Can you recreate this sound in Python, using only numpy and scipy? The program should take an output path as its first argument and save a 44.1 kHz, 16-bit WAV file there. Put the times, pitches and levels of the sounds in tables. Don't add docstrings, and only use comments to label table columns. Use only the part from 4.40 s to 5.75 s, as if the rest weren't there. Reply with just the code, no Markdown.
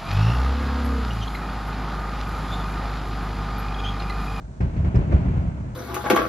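import sys
import numpy as np
from scipy import signal
from scipy.fft import rfft, irfft
from scipy.io import wavfile
from scipy.ndimage import uniform_filter1d

SR = 44100
rng = np.random.default_rng(int(sys.argv[2]) if len(sys.argv) > 2 else 0)


def boost_factor(decibels):
    exponent = np.asarray(decibels, float) / 20
    return 10 ** exponent


def to_wav(s):
    ch = np.atleast_2d(s).T
    pcm = np.round(np.clip(ch, -1, 1) * 32767)
    wavfile.write(sys.argv[1], SR, pcm.astype(np.int16))


N = 59535
T = np.arange(N) / SR
FREQS = np.arange(N // 2 + 1) * SR / N


def band(hz, width_hz):
    bell = np.exp(-((FREQS - hz) / width_hz) ** 2 * 2)
    noise = irfft(rfft(rng.standard_normal(N)) * bell, N)
    return noise / np.sqrt(np.mean(noise ** 2))


def late(x, ms, blur_ms):
    delay = np.exp(-2j * np.pi * FREQS * (ms + blur_ms) / 1000)
    rounding = np.exp(-(FREQS * blur_ms / 1000) ** 2 * 2)
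    return irfft(rfft(x) * delay * rounding, N)


# burst time in seconds before any path delay,
# level in dB before the path gains, quick wash in the middle and in the treble in dB above usual,
# length of the positive phase in ms.
SHELLS = [(0.079, -30.5, -5, 5, 2.3), (0.2041, -7.0, 2.5, 3, 2.5), (0.3401, -17, -14, -15, 14),
          (0.3631, -8.5, -17.5, 0.5, 2.37), (0.3764, -15.5, -3, -7.5, 1.76), (0.4032, -19.5, -4.5, -5, 9.6),
          (0.4157, -17, -6.5, -9, 5), (0.4453, -8, 1.5, -0.5, 2.15), (0.5434, -3.5, 0.5, -5, 4.4),
          (0.5509, -11.5, 3, 4.5, 3.3), (0.5872, -17.5, 12, 6, 1.8), (0.6405, -24.3, 0.5, -6, 1.44),
          (0.677, -26.5, 0.5, 0, 2.1), (0.6961, -8.5, -14.5, -6, 1.17), (0.7077, -9.0, -8, 0.5, 2.66),
          (0.7193, -6, 8, 2, 3.35), (0.734, -24, 14.5, 11.5, 5.8), (0.7476, -23, 2.5, 0, 3.6),
          (0.763, -13.9, -4, 2.5, 0.99), (0.7809, -22, -4.5, -3, 3.6), (0.8439, -16, -6, -9, 4.5),
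          (0.8596, -13.5, 0, -1.5, 7.6), (0.882, -10.8, 1.5, 0.5, 2.8), (0.9177, -13, -10, -2, 1.7),
          (0.9383, -16, -10, -2, 3.1), (0.9603, -17, -3, -2, 5.5), (0.9724, -15, 2, 2, 3.7),
          (0.9995, -28.5, -2, -5, 6.1), (1.0462, -17, -3, -5, 6.2), (1.0598, -27, -2, -7, 3.4),
          (1.1696, -29.5, 3, 7, 3.2), (1.244, -16.5, -15.5, -12, 1.16)]
# band centre in Hz, quick wash in dB for
# a 0 dB shell, its t60 in seconds, long rumble in dB for a 0 dB shell, its t60 in seconds,
# steady rumble left from earlier bursts in dB before the patchiness.
CITY_BANDS = [(32, -54, 0.22, -37.5, 2.3, -57), (54, -37.5, 0.34, -30, 0.7, -36.5),
              (75, -35, 0.44, -28.5, 2.2, -42), (115.6, -29, 0.38, -22.5, 1.55, -44.5),
              (160.6, -16.5, 0.28, -28.5, 2.9, -43.5), (239.2, -28, 0.6, -35.5, 2.9, -51),
              (347, -24.5, 0.23, -35.5, 1.4, -56.5), (458, -37, 0.39, -47, 1.9, -60),
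              (616, -32, 0.29, -38, 1.89, -54.5), (915, -35, 0.26, -42.5, 2.3, -59),
              (1414, -37.5, 0.27, -45.5, 2.3, -60), (2080, -39, .2, -48.5, 1.9, -69.5),
              (2710, -49, 0.24, -52, 1.6, -74), (4020, -54.5, 0.37, -60.5, 1.3, -70),
              (6230, -57, 0.24, -66.5, 1.5, -69)]
# frequency in Hz, share of the power that both
SHARED_POWER = [(60, 0.98), (140, 0.97), (300, 0.75), (600, 0.32), (1200, 0.5), (2500, 0), (5000, 0.2)]


def city():
    swell_s, bass_swell_s = 0.0029, 0.0083
    fronts_per_s, patchy_db = 140, 1
    right_later_ms = 0.36
    hold = int(SR / fronts_per_s)
    steps = np.repeat(rng.standard_normal(N // hold + 1), hold)
    fronts = uniform_filter1d(steps, hold)[:N]
    patches = boost_factor(patchy_db * fronts)
    share_hz, shares = np.transpose(SHARED_POWER)
    out = np.zeros((2, N))
    for hz, wash_db, wash_s, rumble_db, rumble_s, earlier_db in CITY_BANDS:
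        power = np.full(N, boost_factor(2 * earlier_db))
        swell = swell_s + bass_swell_s * max(1 - hz / 800, 0) ** 2
        for start, db, middle_db, treble_db, _ in SHELLS:
            colour_db = np.interp(np.log(hz), np.log([120, 500, 2200]), [0, middle_db, treble_db])
            age = np.maximum(T - start, 0)
            wash = boost_factor(2 * (wash_db + colour_db) - 120 * age / wash_s)
            rumble = boost_factor(2 * rumble_db - 120 * age / rumble_s)
            power += boost_factor(2 * db) * (1 - np.exp(-age / swell)) * (wash + rumble)
        share = np.interp(np.log(hz), np.log(share_hz), shares)
        both, left, right = (band(hz, 0.41 * hz) for _ in range(3))
        alike = np.array([both, late(both, right_later_ms, 0)])
        apart = np.array([left, right])
        pair = np.sqrt(share) * alike + np.sqrt(1 - share) * apart
        out += np.sqrt(power) * patches * pair
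    return out


# centre in Hz, width in Hz,
# level in dB before the microphone filters.
MICROPHONE_HISS = [(6800, 2600, -74), (7900, 3400, -69)]


def hiss():
    return np.array([boost_factor(db) * band(hz, width_hz) for hz, width_hz, db in MICROPHONE_HISS])


# delay in ms on top of the blur,
# gain in dB, blur in ms, extra delay at the right microphone in ms.
BALCONY_PATHS = [(-0.0, -2.0, 1.3, 0.45), (6.6, 8.5, 4.6, 0.3), (13.3, 8.0, 4.9, 0.15),
                 (23.2, 11.9, 5.2, 0.3), (29.8, 3.3, 4.4, 0.2), (37.1, 7.5, 4.4, 0.3),
                 (43.8, 1.7, 7.0, 0.2), (52.0, 1.4, 5.7, 0.3), (66.0, -4.8, 6.0, 0.2)]


def blasts():
    suction = 0.84
    wave = np.zeros(N)
    for start, db, _, _, positive_ms in SHELLS:
        phase = np.clip((T - start) * 1000 / positive_ms, 0, 60)
        wave += boost_factor(db) * (phase > 0) * (1 - phase) * np.exp(-suction * phase)
    out = np.zeros((2, N))
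    for ms, db, blur_ms, right_ms in BALCONY_PATHS:
        left = late(wave, ms, blur_ms)
        right = late(wave, ms + right_ms, blur_ms)
        out += boost_factor(db) * np.array([left, right])
    return out


# start in seconds, level in dB before the ringing.
KNOCKS = [(.2105, -64), (.4505, -67.5), (0.558, -62)]
# frequency in Hz, level in dB, t60 in seconds.
LOOSE_PART_MODES = [(3820, -8, .03), (4650, -6.5, 0.0066), (5200, -0.5, 0.048), (5840, -3.5, 0.0092),
                    (6580, -3.5, 0.0072), (7240, -4.5, 0.0074)]


def rattle():
    knock_decay_s = 0.0013
    envelope = np.zeros(N)
    for start, db in KNOCKS:
        age = np.maximum(T - start, 0)
        envelope += boost_factor(db) * (T > start) * np.exp(-age / knock_decay_s)
    knocks = envelope * rng.standard_normal((2, N))
    t = T[:SR // 10]
    ring = np.zeros(len(t))
    for hz, db, t60 in LOOSE_PART_MODES:
        ring += boost_factor(db - 60 * t / t60) * np.sin(2 * np.pi * hz * t)
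    return signal.fftconvolve(knocks, ring[None], axes=1)[:, :N]


def scene():
    return city() + blasts() + rattle()


# left, then right corner in Hz.
TREBLE_LIMIT_HZ = [8250, 9500]


def microphones(x):
    low_cut = signal.butter(4, 34, "high", fs=SR, output="sos")
    x = signal.sosfilt(low_cut, x)
    channels = []
    for hz, channel in zip(TREBLE_LIMIT_HZ, x):
        top_cut = signal.ellip(8, 0.5, 45, hz, fs=SR, output="sos")
        channels.append(signal.sosfilt(top_cut, channel))
    return np.array(channels)


def band_limit(x):
    return signal.sosfilt(signal.butter(12, 11500, fs=SR, output="sos"), x)


def record(dry):
    mix = microphones(dry + hiss())
    return band_limit(mix)


dry = scene()
out = record(dry)
to_wav(out)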